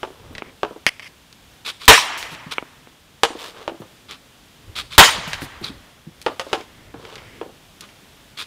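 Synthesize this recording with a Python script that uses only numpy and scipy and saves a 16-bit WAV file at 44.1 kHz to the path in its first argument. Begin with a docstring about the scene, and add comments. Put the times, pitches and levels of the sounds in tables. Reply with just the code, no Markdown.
"""Blade taps on a plastic pad and a puck clack lead, by way of a shoe skid, to a slap shot on a driveway.
The puck reaches the net; knocks, ticks and steps follow, then taps, a second skid and a second shot.
After it: net, scuffs, a sole squeak, more taps and drags, and a last skid. Contacts are filtered impulses
with dying noise, blade and pad ring as sines, rubs are grainy noise. Garage wall and houses echo it all
over an outdoor hush; a small camera clips the sum."""
import sys
import numpy as np
from scipy import signal
from scipy.fft import rfft, irfft
from scipy.io import wavfile
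from scipy.ndimage import uniform_filter1d

SR = 44100
rng = np.random.default_rng(int(sys.argv[2]) if len(sys.argv) > 2 else 0)


def digitize_waveform(pressure):
    """Quantize a signal to 16-bit integers and store it at the path in sys.argv[1].

    Rows of a 2-D input are taken as channels; values are limited to [-1, 1].
    """
    field = np.atleast_2d(pressure).T
    bounded = np.clip(field, -1, 1)
    quanta = np.round(bounded * 32767).astype(np.int16)
    wavfile.write(sys.argv[1], SR, quanta)


N = 373086

# Slap shots: [t/s, slap on pad level/dB, hit on puck level/dB, puck in net level/dB]
SHOTS = [(1.8798, 19, 11, -26.5), (4.9801, 14, 17.5, -32)]
# Blade set down on pad: [t/s, level/dB, tilt/(dB/octave), chatter level/dB, ring pitch factor/1, first hop/s]
TAPS = [(0.031, -20, -2, 3.5, 0.83, 0.043), (0.6319, -13.5, -2.5, -5, .92, .077),
        (3.234, -5.5, 3, 0.5, 1.015, 0.07), (3.6781, -19.5, -1.5, -0.5, .73, 0.039),
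        (3.819, -34.5, -3.5, 1, 1.12, 0.016), (6.2633, -12, -1.5, 4.5, 1.09, 0.032),
        (6.396, -19.5, 3, 3, 1.15, 0.07), (6.5300, -11.5, 0.5, 6, .97, 0.044),
        (6.941, -30, -5.5, 6, 1, 0.055), (7.4132, -24.5, -4.5, 2, .98, 0.047)]
# Blade edge against a puck: [t/s, level/dB]
CLACKS = [(0.8654, -5.5), (0.9953, -31), (6.609, -35.5), (7.180, -37), (7.889, -44)]
# Small dry knocks close by: [t/s, level/dB, tilt/(dB/octave)]
KNOCKS = [(.4212, -25.5, -2), (2.5822, -16.5, 2), (2.625, -28.5, -6), (2.872, -41, -5)]
# Sharp ticks of grit and loose pucks: [t/s, level/dB, tilt/(dB/octave)]
TICKS = [(0.351, -30, -7), (.381, -28, -6), (1.327, -42, -0.5), (1.8546, -35, 5), (2.227, -25.5, -3.5),
         (2.348, -33, -5.5), (4.11, -33, 1), (5.3319, -19, -3.5), (5.418, -24.5, -9.5), (6.2156, -37, 3),
         (6.225, -41.5, 4), (7.051, -37, -6), (7.1556, -33, -3), (7.808, -32.5, 3.5)]
# Soft footfalls: [t/s, level/dB, tilt/(dB/octave)]
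STEPS = [(.262, -51, -4), (0.307, -36, -2), (.330, -46, 5), (2.318, -29.5, 0), (2.463, -33.5, -5),
         (3.801, -30.5, 2), (5.178, -34.5, -6), (5.269, -28.5, -12), (5.42, -28, 0.5), (5.613, -28.5, 2.5),
         (5.694, -26.5, -2.5), (6.067, -32.5, -4), (6.951, -36, -1.5)]
# Front shoe skidding: [t/s, level/dB]
STRIDES = [(1.648, -23.5), (4.753, -23), (8.371, -26.5)]
# Other sole scrapes: [t/s, length/s, level/dB, tilt/(dB/octave)]
SCUFFS = [(2.305, 0.056, -39.5, 5.5), (2.51, 0.036, -23.5, -.5), (4.083, 0.087, -34.5, -2.5),
          (5.406, 0.064, -35, 9), (5.622, 0.092, -30.5, -1), (7.817, 0.046, -37.5, -4.5)]
# Blade sliding over pad: [t/s, length/s, level/dB, tilt/(dB/octave)]
SLIDES = [(.09, 0.53, -47.5, -0.5), (3.36, 0.18, -35, 4), (3.53, .16, -40.5, 1.5), (6.42, 0.25, -42.5, 4),
          (6.95, 0.35, -41.5, 1.5), (7.22, 0.39, -48, -12.5)]
# Puck scraping along blade or over pad: [t/s, length/s, level/dB, tilt/(dB/octave)]
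DRAGS = [(.44, .07, -46.5, -5.5), (.868, 0.028, -21.5, 3.5), (1.020, 0.066, -39.5, 2),
         (6.66, 0.29, -52.5, -6), (7.15, 0.27, -49, -2.5)]
# Hand shifting on the camera: [t/s, length/s, level/dB]
HANDLING = [(.2, 0.18, -44.5), (4.62, 0.66, -47), (5.077, 0.84, -45.5), (6.691, 0.7, -50.5)]

# Ring modes of blade and pad at pitch factor 1: [f/Hz, relative level/dB, t60/s]
BLADE_MODES = [(345, -45, 0.18), (462.3, 12, 0.098), (528, -19, 0.3), (775, 5, 0.13), (1074, 0, 0.18),
               (1279, 5.5, 0.05), (1645, 3.5, 0.064), (3190, -15, 0.059)]
# Relative spectrum of pad and puck under a shot: [f/Hz, level/dB]
SHOT_TONE = [(30, -18.5), (100, -14), (200, -7), (330, -8), (450, 2), (620, -7), (900, 2), (1400, -0.5),
             (1800, -2.5), (2300, -2.5), (3600, -2), (5000, -10), (10000, -23.5), (16000, -21)]
# Relative spectrum of air pushed from under the pad: [f/Hz, level/dB]
THUMP_TONE = [(15, -17.5), (40, 0.5), (100, 1.5), (170, -20), (400, -35), (2000, -60.5), (16000, -82)]
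# Relative spectrum of blade on pad: [f/Hz, level/dB]
TAP_TONE = [(50, -37), (150, -24.5), (320, 2), (800, 3), (1300, 0.5), (1900, -8), (3000, -5), (4200, -13),
            (6000, -20.5), (10000, -31), (16000, -49)]
# Relative spectrum of puck on blade, struck or scraped: [f/Hz, level/dB]
CLACK_TONE = [(50, -24), (260, -14.5), (800, -13), (1500, -9), (2150, 1.5), (2600, -6.5), (3200, -6),
              (4000, -22.5), (4900, -10.5), (7000, -29), (10500, -29.5), (16000, -49)]
# Relative spectrum of a dry knock: [f/Hz, level/dB]
KNOCK_TONE = [(50, -23), (300, -1.5), (1400, 0), (1850, -12), (2250, 2.5), (3000, -7), (4000, -26),
              (5000, -57), (6000, -41), (16000, -120)]
# Relative spectrum of ticks and net: [f/Hz, level/dB]
TICK_TONE = [(100, -19.5), (900, -13.5), (2000, 2), (4300, 1.5), (6500, -5), (10000, -13), (16000, -24.5)]
# Relative spectrum of a footfall: [f/Hz, level/dB]
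STEP_TONE = [(30, -28), (80, -6.5), (160, 3), (300, 2), (600, -17), (1500, -31), (5000, -46), (16000, -48)]
# Relative spectrum of sole on concrete: [f/Hz, level/dB]
SCUFF_TONE = [(60, -23.5), (450, -11), (720, -16), (1200, -2), (1900, -9.5), (2450, -1.5), (2800, -6),
              (3400, 1.5), (4300, -3.5), (6200, -15.5), (10000, -19.5), (16000, -31)]
# Relative spectrum of blade sliding on pad: [f/Hz, level/dB]
SLIDE_TONE = [(60, -2), (250, 3.5), (450, 14), (700, 4), (1100, 5), (2100, -4.5), (3500, -4), (5500, -15),
              (10000, -27.5), (16000, -36)]
# Relative spectrum of handling through the camera body: [f/Hz, level/dB]
HANDLING_TONE = [(20, -7.5), (50, 3.5), (110, 5.5), (190, -9), (320, -11), (1000, -33), (16000, -69.5)]
# Relative spectrum of outdoor hush and microphone hiss: [f/Hz, level/dB]
AIR_TONE = [(15, -45), (25, -13.5), (43, -4.5), (82, -5), (113, -4), (233, -8.5), (252, -6.5), (358, -12),
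            (893, -14.5), (1050, -15.5), (1610, -16), (2170, -17), (3430, -14.5), (4140, -19.5),
            (15400, -30.5)]

# Walls: [delay/s, level/dB, t60/s of scatter from brick and siding]
WALLS = [(0.016, -12.5, 0.015), (0.0503, -25.5, .04), (0.097, -30.5, .02)]
# Near wash between the houses, relative spectrum: [f/Hz, level/dB]
NEAR_TONE = [(50, -21.5), (200, -4), (500, 3.5), (4000, 0.5), (9000, 7), (16000, -7)]
# Near wash decay: [f/Hz, t60/s]
NEAR_T60 = [(100, 0.14), (1000, 0.1), (4000, 0.33), (14000, .28)]
# Far wash between the houses, relative spectrum: [f/Hz, level/dB]
FAR_TONE = [(50, -10), (300, -4), (1000, -0.5), (4000, -1), (9000, -4.5), (16000, -16)]
# Far wash decay: [f/Hz, t60/s]
FAR_T60 = [(100, 1.5), (600, 1.6), (2000, 1.53), (4000, 1.1), (8000, 1.1), (14000, .5)]

# Shot: blade lands behind the puck, meets it, whips on through; lags from the slap, whip and thump re slap
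PUCK_LAG_S, WHIP_LAG_S, NET_LAG_S = .0111, .024, .297
WHIP_DB, THUMP_DB = -14.5, -15.5
SHOT_CHATTER_DB, SHOT_T60_S = 7.5, .045  # chatter is always re first contact
# Tap, then its slap back from the garage wall (re tap), then two hops
TAP_T60_S, WALL_SLAP_LAG_S, WALL_SLAP_DB = 0.066, .017, -11
HOP_DB, HOP_SHARE, HOP_TILT_DB, HOP_CHATTER_DB = -23, 0.5, -8, 4  # share: dB per dB of the tap
NEXT_HOP_FACTOR, NEXT_HOP_DB = .68, -4  # second hop, re first
CLACK_CHATTER_DB, CLACK_CHATTER_SHARE = -6.5, 0.26  # chatter of a 0 dB clack; dB gained per dB softer
TICK_T60_S, TICK_REF_DB, TICK_T60_SHARE = .06, -26, 0.46  # t60 at reference level; how far it follows level
# Stride: front skid, then the back shoe dragged after it (re skid)
SKID_S, TRAIL_LAG_S, TRAIL_S, TRAIL_DB = 0.078, 0.15, 0.093, -9
SQUEAK_AT_S, SQUEAK_S, SQUEAK_DB, SQUEAK_HZ = 5.638, .0156, -22.5, (4930, 3370)
AIR_DB = -50
EDGE_HZ = 15650


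def amp(db):
    """Decibels to gain."""
    return 10 ** (np.asarray(db) / 20)


def read(points, hz):
    """Joins points by straight lines on a log-frequency axis."""
    f, value = np.transpose(points)
    return np.interp(np.log(hz + 1), np.log(f + 1), value)


def unit(x):
    """Scales to energy 1."""
    return x / np.sqrt(np.sum(x ** 2) + 1e-20)


def add(mix, at_s, sound):
    """Lays a sound into the mix at a time, cut at the end."""
    part = mix[max(round(at_s * SR), 0):][:len(sound)]
    part += sound[:len(part)]


def laid(sounds):
    """A track made of (t/s, sound) pairs."""
    out = np.zeros(N)
    for at_s, sound in sounds:
        add(out, at_s, sound)
    return out


def colour(x, tone, tilt_db=0, lag_s=0, size=4096):
    """Causal spectrum filter, tilted about 1 kHz; bending waves bring treble first (lag_s: delay at 1 kHz)."""
    khz = np.fft.fftfreq(size, 1000 / SR)
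    octaves = np.log2(np.maximum(abs(khz), .2))  # tilt stops below 200 Hz
    log_gain = np.log(amp(read(tone, 1000 * abs(khz)) + tilt_db * octaves))
    minimum_phase = np.conj(signal.hilbert(log_gain))
    bending = 4000 * np.pi * abs(lag_s) * np.sign(khz) * np.sqrt(abs(khz))
    taps = np.fft.ifft(np.exp(minimum_phase - 1j * bending)).real[:size // 2]
    return signal.fftconvolve(x, unit(taps))[:len(x)]


def dying_noise(t60_s, size=16384):
    """Dense tiny contacts that die away, energy 1."""
    t = np.arange(size) / SR
    return unit(rng.standard_normal(size) * amp(-60 * t / max(t60_s, .002)))


def blow(tone, db, tilt_db, chatter_db, t60_s, lag_s=0):
    """A hard contact, then chatter of the two surfaces; db sets their whole energy as a level over 5 ms."""
    force = amp(chatter_db) * dying_noise(t60_s)
    force[0] += 1
    return amp(db) * np.sqrt(SR / 200) * colour(unit(force), tone, tilt_db, lag_s)


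def rubs(table, tone, grain_db, rise, fall, count=800):
    """Friction: uneven grains (count per s) in a stroke that bites and lets go (rise, fall: shares of it)."""
    out, t = np.zeros(N), np.arange(SR) / SR
    for at_s, length_s, db, tilt_db in table:
        grains = np.interp(t, np.linspace(0, 1, count), rng.uniform(-1, 1, count))
        hiss = colour(rng.standard_normal(len(t)) * amp(grain_db * grains), tone, tilt_db)
        bite = np.clip(t / length_s / rise, 0, 1) ** .5
        release = np.clip((1 - t / length_s) / fall, 0, 1)
        add(out, at_s, amp(db) * bite * release * hiss / hiss.std())
    return out


def slap_shots(slap_tilt_db=1, puck_tilt_db=.2, whip_tilt_db=-1.0):
    """Three contacts run together into one crack: pad, puck, follow-through."""
    out = np.zeros(N)
    for at_s, slap_db, puck_db, _ in SHOTS:
        contacts = [(0, slap_db, slap_tilt_db),
                    (PUCK_LAG_S, puck_db, puck_tilt_db),
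                    (WHIP_LAG_S, slap_db + WHIP_DB, whip_tilt_db)]
        for lag_s, db, tilt_db in contacts:
            add(out, at_s + lag_s, blow(SHOT_TONE, db, tilt_db, SHOT_CHATTER_DB, SHOT_T60_S))
    return out


def pad_thumps():
    """Each slap pushes a puff of air from under the pad."""
    return laid((at_s, blow(THUMP_TONE, slap_db + THUMP_DB, 0, chatter_db=-8.5, t60_s=0.041))
                for at_s, slap_db, _, _ in SHOTS)


def net(tilt_db=7):
    """The puck ends its flight with a flick and a bright rustle of netting."""
    return laid((at_s + NET_LAG_S, blow(TICK_TONE, db, tilt_db, chatter_db=13, t60_s=0.39))
                for at_s, _, _, db in SHOTS)


def blade_contact(db, tilt_db, chatter_db, pitch, ring_db=-5, tilt_share=0.55, size=12000):
    """A blow that also sets blade and pad ringing."""
    t = np.arange(size) / SR
    ring = np.zeros(size)
    for hz, mode_db, t60_s in BLADE_MODES:
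        tilted_db = mode_db + tilt_share * tilt_db * np.log2(hz / BLADE_MODES[0][0])
        ring += amp(tilted_db - 60 * t / t60_s) * np.sin(2 * np.pi * hz * pitch * t)
    ring = amp(db + ring_db) * np.sqrt(SR / 200) * unit(ring)
    return ring + blow(TAP_TONE, db, tilt_db, chatter_db, TAP_T60_S, lag_s=0.000901)[:size]


def stick_taps():
    """Tap, then its slap back from the garage wall, then two small dull hops as the blade settles."""
    out = np.zeros(N)
    for at_s, db, tilt_db, chatter_db, pitch, hop_s in TAPS:
        hop_db = HOP_DB + HOP_SHARE * db
        next_s = hop_s * (1 + NEXT_HOP_FACTOR)
        add(out, at_s, blade_contact(db, tilt_db, chatter_db, pitch))
        wall_slap = blade_contact(db + WALL_SLAP_DB, tilt_db, chatter_db, pitch)
        add(out, at_s + WALL_SLAP_LAG_S, wall_slap)
        for lag_s, level_db in [(hop_s, hop_db), (next_s, hop_db + NEXT_HOP_DB)]:
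            add(out, at_s + lag_s, blade_contact(level_db, HOP_TILT_DB, HOP_CHATTER_DB, pitch))
    return out


def blade_slides():
    """Friction of the blade over the pad."""
    return rubs(SLIDES, SLIDE_TONE, grain_db=7, rise=.45, fall=.45)


def pucks():
    """Pucks clack on the blade and scrape along it; a light touch chatters more than a firm one."""
    out = np.zeros(N)
    for at_s, db in CLACKS:
        chatter_db = CLACK_CHATTER_DB - CLACK_CHATTER_SHARE * db
        add(out, at_s, blow(CLACK_TONE, db, 0.4, chatter_db, t60_s=0.058, lag_s=0.00097))
    return out + rubs(DRAGS, CLACK_TONE, grain_db=-4.5, rise=.12, fall=0.16)


def shoes():
    """Footfalls, the skid and drag of each stride, stray scuffs and a squeak."""
    steps = laid((at_s, blow(STEP_TONE, db, tilt_db, chatter_db=6.5, t60_s=0.11, lag_s=0.00077))
                 for at_s, db, tilt_db in STEPS)
    skids = [(at_s, SKID_S, db, 0) for at_s, db in STRIDES]
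    trails = [(at_s + TRAIL_LAG_S, TRAIL_S, db + TRAIL_DB, 0) for at_s, db in STRIDES]
    scrapes = rubs(skids + trails + SCUFFS, SCUFF_TONE, grain_db=6, rise=0.63, fall=0.63)
    return steps + scrapes + squeak()


def squeak(waver=0.19):
    """Rubber sticks and slips quickly on concrete; the pitch falls as the foot slows."""
    hz = np.linspace(*SQUEAK_HZ, round(SQUEAK_S * SR))
    turns = np.cumsum(hz * (1 + waver * rng.standard_normal(len(hz)))) / SR
    tone = np.sqrt(2) * np.sin(2 * np.pi * turns) * np.hanning(len(hz))
    return laid([(SQUEAK_AT_S, amp(SQUEAK_DB) * tone)])


def knocks():
    """Single dry contacts with hardly any chatter."""
    return laid((at_s, blow(KNOCK_TONE, db, tilt_db, chatter_db=-10, t60_s=0.048, lag_s=0.00067))
                for at_s, db, tilt_db in KNOCKS)


def ticks():
    """Small sharp contacts; the harder ones crunch longer."""
    out = np.zeros(N)
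    for at_s, db, tilt_db in TICKS:
        t60_s = TICK_T60_S * amp(TICK_T60_SHARE * (db - TICK_REF_DB))
        add(out, at_s, blow(TICK_TONE, db, tilt_db, 0, t60_s, lag_s=0.0014))
    return out


def handling(tilt_db=4):
    """Lumpy rumble through the camera's body."""
    table = [(at_s, length_s, db, tilt_db) for at_s, length_s, db in HANDLING]
    return rubs(table, HANDLING_TONE, grain_db=7, rise=0.097, fall=0.21, count=48)


def yard(x, near_db=-19, far_db=-27.5, wall_hz=7000):
    """What comes back: dull slaps from the walls, a near wash and a long far one."""
    slaps, dull = np.zeros(SR // 2), signal.butter(1, wall_hz, fs=SR)
    for delay_s, db, t60_s in WALLS:
        add(slaps, delay_s, amp(db) * signal.lfilter(*dull, dying_noise(t60_s)))
    near = amp(near_db) * wash(x, NEAR_TONE, NEAR_T60, onset_s=0.037, patchy_db=-2.5)
    far = amp(far_db) * wash(x, FAR_TONE, FAR_T60, onset_s=0.054, patchy_db=1.8)
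    return signal.fftconvolve(x, slaps)[:N] + near + far


def wash(x, tone, t60s, onset_s, patchy_db, size=256):
    """Countless paths scramble the waveform: only band power lingers, building up and dying in clumps."""
    hz, t, z = signal.stft(x, SR, nperseg=size)
    age_s = t[t < 2]
    decay = amp(-120 * age_s / read(t60s, hz)[:, None])  # power, hence -120
    lingering = decay * (1 - np.exp(-(age_s / onset_s) ** 2)) ** 2
    lingering /= lingering.sum(1, keepdims=True)
    band_power = uniform_filter1d(abs(z) ** 2, size=3, axis=0)
    power = abs(signal.fftconvolve(band_power, lingering, axes=1)[:, :len(t)])
    grain = signal.stft(rng.standard_normal(N), SR, nperseg=size)[2]
    clumps = uniform_filter1d(rng.standard_normal(z.shape), size=8, axis=1)
    clumps = uniform_filter1d(clumps, size=4, axis=0)
    gain = amp(read(tone, hz)[:, None] + patchy_db * clumps / clumps.std())
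    return signal.istft(np.sqrt(power) * gain * grain / grain.std(), SR, nperseg=size)[1][:N]


def air(swell_db=-1.08, count=40):
    """Distant outdoor hush and microphone hiss: shaped noise, swelling slightly."""
    spectrum = rfft(rng.standard_normal(N)) * amp(read(AIR_TONE, np.fft.rfftfreq(N, 1 / SR)))
    hush = irfft(spectrum, N)
    swell = np.interp(np.arange(N), np.linspace(0, N, count), rng.standard_normal(count))
    return amp(AIR_DB + swell_db * swell) * hush / hush.std()


def scene(small_echo_db=-2, puck_echo_db=-12, knock_echo_db=-18):
    """Stick, pucks and shoes on the driveway; near sounds stir the yard less."""
    shots, puck, knock = slap_shots(), pucks(), knocks()
    small = stick_taps() + blade_slides() + shoes() + ticks() + net()
    sent = shots + amp(small_echo_db) * small + amp(puck_echo_db) * puck + amp(knock_echo_db) * knock
    direct = shots + small + puck + knock + pad_thumps() + handling()
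    return (direct + yard(sent) + air())[None]


def record(dry):
    """The camera clips hard at full scale; then its band limit."""
    clipped = np.clip(dry, -1, 1)
    low_pass = signal.firwin(511, EDGE_HZ, window=("kaiser", 8), fs=SR)
    return signal.oaconvolve(clipped, low_pass[None], "same")


dry = scene()
out = record(dry)
digitize_waveform(out)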